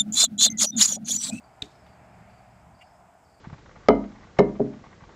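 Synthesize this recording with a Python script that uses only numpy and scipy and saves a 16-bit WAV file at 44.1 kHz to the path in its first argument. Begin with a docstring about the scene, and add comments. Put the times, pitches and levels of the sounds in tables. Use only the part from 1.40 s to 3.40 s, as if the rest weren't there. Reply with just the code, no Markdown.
"""A low outdoor rumble and hush, with insects chirping far off, heard from one microphone among trees.
At 0.22 s comes one sharp snap: a few milliseconds of bright ring and crack that jolt a low knock out of
a resonant body. The foliage scatters it back, near surfaces first and the far wood last.
Later come two faint ticks and, between them, a short soft scrape."""
import sys
import numpy as np
from scipy import signal
from scipy.fft import rfft, irfft, next_fast_len
from scipy.io import wavfile
from scipy.ndimage import map_coordinates

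SR = 44100
rng = np.random.default_rng(int(sys.argv[2]) if len(sys.argv) > 2 else 0)


def bounce(signal):
    """Save signal as a 16-bit WAV file at the path given by the first command-line argument."""
    frames = np.transpose(np.atleast_2d(signal))
    limited = np.clip(frames, -1, 1)
    pcm = np.round(limited * 32767).astype(np.int16)
    wavfile.write(sys.argv[1], SR, pcm)


N = 88200

SNAP_S, ATTACK_S, HOLD_S, RELEASE_S = 0.2208, 0.00064, 0.0028, 0.0014  # the snap's onset and envelope


def amp(db):
    """Decibels to gain."""
    return 10 ** (np.asarray(db) / 20)


def unit(x):
    """x scaled to rms 1."""
    return x / np.sqrt(np.mean(x ** 2) + 1e-20)


def since(s):
    """Seconds since time s, per sample."""
    return np.arange(N) / SR - s


def curve(rows):
    """(t/s, value) rows joined by straight lines."""
    return np.interp(since(0), *np.transpose(rows))


def wobble(rate):
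    """A smooth random curve with rate knots a second."""
    return map_coordinates(rng.standard_normal(4096), [np.arange(N) * rate / SR], mode="wrap")


def filtered(x, response):
    """x through a filter whose gain is response(hz)."""
    size = next_fast_len(N + SR // 2)
    return irfft(rfft(x, size) * response(np.fft.rfftfreq(size, 1 / SR)), size)[:N]


def noise(colour):
    """Noise of rms 1 with a (f/Hz, level/dB) spectrum that falls away beyond its ends."""
    f, db = np.transpose(colour)
    log_f = np.log(np.r_[f[0] / 2, f, f[-1] * 2] + 1)
    db = np.r_[db[0] - 20, db, db[-1] - 20]
    gain = lambda hz: amp(np.interp(np.log(hz + 1), log_f, db, left=-np.inf, right=-np.inf))
    return unit(filtered(rng.standard_normal(N), gain))


def resonant_noise(peaks):
    """Noise of rms 1 in steep resonances (f/Hz, half-width/Hz, level/dB)."""
    gain = lambda f: sum(amp(db) / (1 + ((f - hz) / width) ** 2) for hz, width, db in peaks)
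    return unit(filtered(rng.standard_normal(N), gain))


def decay(s, t60, attack=0.0014):
    """An envelope that rises at time s and loses 60 dB every t60 seconds."""
    t = np.maximum(since(s), 0)
    return (1 - np.exp(-t / attack)) * amp(-60 * t / t60)


def echo(x, t60, attack):
    """Diffuse reflections of x off the trees: a dying noise tail of unit energy."""
    tail = rng.standard_normal(N) * decay(0, t60, attack)
    return signal.fftconvolve(x, tail / np.linalg.norm(tail))[:N]


def distant_rumble():
    """Low noise and a wavering drone swell and ebb together in the distance."""
    # lines of the drone, and spectrum of the rumble (f/Hz, level/dB)
    drone_lines = [(73, -5.5), (115.5, -3.5), (188, -6.5)]
    colour = [(22, -29), (40, -11.5), (60, -3.5), (90, -4.5), (145, -3.5), (210, -9), (260, -13),
              (340, -22), (500, -25), (650, -49)]
    # their common swell (t/s, level/dB)
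    swell = [(0, -63.5), (.3, -60), (.45, -54.5), (.57, -57.5), (.68, -53.5), (.86, -52), (.93, -54.5),
             (1.07, -56), (1.15, -55), (1.32, -56.5), (1.4, -60.5), (1.58, -59), (1.68, -64.5), (2, -63.5)]
    drone, drift_rad = np.zeros(N), 0.93
    for hz, db in drone_lines:
        level = amp(db + 2.0 * wobble(7.96))
        drone += level * np.sin(2 * np.pi * hz * since(0) + drift_rad * wobble(6.96))
    return amp(curve(swell) + 1.16 * wobble(13.94)) * (amp(-2.5) * noise(colour) + amp(-2) * drone)


def woodland_air():
    """The bed of the place: a low-mid wash, a mid hush and stirring leaves."""
    # spectrum of each layer (f/Hz, level/dB)
    wash_colour = [(170, -9), (250, -1.5), (350, -2), (500, -3), (700, -15)]
    hush_colour = [(400, -29), (510, -18.5), (620, -1.5), (730, 1), (900, -5.5), (1150, -10.5), (1500, -13),
                   (2200, -25.5), (3500, -31.5), (6000, -66)]
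    leaf_colour = [(600, -25), (1300, 2.5), (2300, 5.5), (3300, -10), (5000, -14.5), (9000, -42),
                   (15000, -39)]
    # slow rise and fall of each layer (t/s, level/dB)
    wash_swell = [(0, -69), (.5, -64.5), (.85, -67.5), (1.2, -74), (1.6, -71), (2, -68.5)]
    hush_swell = [(0, -57.5), (.7, -56), (1.35, -57.5), (1.55, -56.5), (1.8, -59), (2, -60.5)]
    leaf_swell = [(0, -71.5), (.45, -66.5), (.9, -64), (1.3, -71), (1.6, -72.5), (2, -74)]
    wash = amp(curve(wash_swell)) * noise(wash_colour)
    hush = amp(curve(hush_swell) + 0.45 * wobble(29.7)) * noise(hush_colour)
    leaves = amp(curve(leaf_swell) + 0.37 * wobble(8.7)) * noise(leaf_colour)
    return wash + hush + leaves


def insect_chorus():
    """Far insects merge into a faint, high hiss."""
    # spectrum of the chorus (f/Hz, level/dB)
    colour = [(2000, -9), (4000, -10), (5000, -1.5), (5700, -7), (6700, -1.5), (7900, 1), (9100, -9),
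              (11000, -12), (15000, -14.5)]
    return amp(-74 + 0.4 * wobble(25.05)) * noise(colour)


def insect_chirps():
    """Each far chirp is an arch of falling pips, part tone and part lower rasp, echoing in the trees."""
    # chirps (t/s, f/Hz, level/dB, number of pips)
    chirps = [(.005, 4700, -67, 2), (.095, 5020, -77, 3), (.315, 5170, -67.5, 3), (.452, 4690, -69, 3),
              (.645, 5270, -75.5, 3), (.66, 4800, -80, 5), (.775, 5010, -80, 3), (.903, 4700, -68.5, 3),
              (1.035, 5220, -77, 5), (1.07, 4790, -78.5, 4), (1.357, 4705, -67.5, 3), (1.387, 5140, -71, 5),
              (1.847, 5300, -73, 2), (1.86, 4700, -70, 4)]
    spacing_s, width_s, spread_hz, sag_hz_per_s = 0.043, 0.009, 18, 8000
    pips = np.zeros(N)
    for s, hz, db, count in chirps:
        rasp = amp(-5) * resonant_noise([(hz - 90, 305, 0)])
        for k in range(count):
            t = since(s + k * spacing_s)
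            pitch = hz + spread_hz * rng.standard_normal()
            tone = amp(-1) * np.sin(2 * np.pi * (pitch * t - sag_hz_per_s * t ** 2 / 2))
            arch_db = 2 * (2 * k / max(count - 1, 1) - 1) ** 2  # the end pips are 2 dB down
            pips += amp(db - arch_db) * np.exp(-(t / width_s) ** 2 / 2) * (tone + rasp)
    return pips + amp(-2.5) * echo(pips, t60=0.42, attack=0.013)


def snap():
    """The direct sound: a sagging ring and a crack of noise share one attack, hold and release."""
    # spectrum of the crack (f/Hz, level/dB)
    crack_colour = [(900, -10), (1750, -13), (2200, 0.5), (3200, 0), (4600, -1), (5200, -7), (5700, -5.5),
                    (7400, -7), (9500, -17), (10300, -27), (15000, -28)]
    ring_hz, sag_hz_per_s = 3959, 105000
    t = since(SNAP_S)
    envelope = np.interp(t, np.cumsum([0, ATTACK_S, HOLD_S, RELEASE_S]), [0, 1, 1, 0])
    phase = 2 * np.pi * (ring_hz * t - sag_hz_per_s * t ** 2 / 2)
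    ring = np.sin(phase) + amp(-31) * np.sin(2 * phase)
    return envelope * (amp(-23) * ring + amp(-34.5) * noise(crack_colour))


def knock():
    """The snap jolts a low body: damped modes, a push and its rebound, a rough thud, a short rumble."""
    # modes of the body (f/Hz, level/dB, t60/s)
    modes = [(69.5, -52, .3), (121, -48, 0.17), (178.3, -46, 0.16), (288.7, -41.5, 0.15),
             (425, -45.5, 0.13)]
    # the push and its rebound (t/s, width/s, level/dB)
    pushes = [(.2238, 0.00093, -39.5), (.2283, 0.0013, -36.5)]
    # spectra of the thud and of the rumble after it (f/Hz, level/dB)
    thud_colour = [(45, -12), (70, -7), (180, -2), (260, 0), (400, -3.5), (520, -19)]
    rumble_colour = [(35, -9), (75, 3), (140, 2), (240, -11), (400, -30)]
    s = SNAP_S + 0.0012
    body = sum(amp(db) * decay(s, t60) * np.sin(2 * np.pi * hz * since(s)) for hz, db, t60 in modes)
    for k, (at, width, db) in enumerate(pushes):
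        u = since(at) / width
        body += (-1) ** k * amp(db) * (1 - u ** 2 / 2) * np.exp(-u ** 2 / 2)
    rumble = amp(-51.5) * decay(0.275, t60=0.19, attack=0.006) * noise(rumble_colour)
    thud = amp(-46.5) * decay(s, t60=0.29) * noise(thud_colour)
    return body + thud + rumble


def foliage_scatter():
    """Surfaces near the microphone return the snap at once, the trees later, the far wood last."""
    # spectra of the near and the farther returns (f/Hz, level/dB)
    near_colour = [(900, -9.5), (2300, 1), (3700, -0.5), (4600, -5), (5500, -13.5), (7500, -12),
                   (9500, -21), (15000, -36)]
    far_colour = [(900, -4), (2300, -10.5), (3700, -5.5), (4400, -2), (5500, -10.5), (6900, -7),
                  (9500, -23), (11000, -26), (15000, -40)]
    near = amp(-42) * decay(SNAP_S + ATTACK_S + HOLD_S, t60=0.053)
    trees = amp(-53 + 2.3 * wobble(256.5)) * decay(SNAP_S + 0.0154, t60=0.22, attack=0.0019)
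    far_wood = amp(-66 + 2.1 * wobble(182)) * decay(SNAP_S + 0.057, t60=0.7, attack=0.02)
    return near * noise(near_colour) + trees * noise(far_colour) + far_wood * noise(far_colour)


def ticks():
    """Two faint bursts of noise die quickly, the second shorter and brighter."""
    # ticks (t/s, level/dB, t60/s, tilt/dB per octave)
    bursts = [(0.463, -58.5, 0.14, -1), (1.739, -72, .04, 9)]
    # their spectrum before the tilt (f/Hz, level/dB)
    colour = [(800, -15), (2000, 5), (3000, 0), (5000, -10), (9000, -20), (15000, -21)]
    sound = np.zeros(N)
    for s, db, t60, tilt in bursts:
        tilted = [(hz, level + tilt * np.log2(hz)) for hz, level in colour]
        sound += amp(db) * decay(s, t60) * noise(tilted)
    return sound


def scrape():
    """One soft stroke swells and fades: a thin squeak amid narrow resonances and hiss."""
    # resonances of the scrape (f/Hz, half-width/Hz, level/dB)
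    resonances = [(1980, 99, -6.5), (2270, 100, 0), (2620, 110, -12), (2970, 130, -9), (3400, 100, -19)]
    # spectrum of its hiss (f/Hz, level/dB)
    hiss_colour = [(3000, -14), (6000, -6), (7800, -1), (10000, -10), (15000, -19)]
    peak_s, width_s, squeak_hz = 1.4212, 0.0052, 2803
    t = since(peak_s)
    u = t / width_s
    stroke = np.exp(-u ** 2 / 2) + amp(-13) * np.exp(-(u / 2.6) ** 2 / 2)  # a peak on a wider skirt
    squeak = amp(-52) * np.sin(2 * np.pi * squeak_hz * t)
    return stroke * (squeak + amp(-52.5) * resonant_noise(resonances) + amp(-69) * noise(hiss_colour))


def scene():
    """Everything meets at one microphone; the ring of the snap lingers in the trees."""
    direct = snap()
    lingering = amp(-24) * echo(direct, t60=0.29, attack=0.0014)
    events = direct + lingering + knock() + foliage_scatter() + ticks() + scrape()
    ambience = insect_chirps() + distant_rumble() + woodland_air() + insect_chorus()
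    return (events + ambience)[None]


def record(dry):
    """The recorder keeps nothing above its band limit."""
    top_hz = 15280
    return np.array([filtered(x, lambda hz: hz < top_hz) for x in dry])


dry = scene()
out = record(dry)
bounce(out)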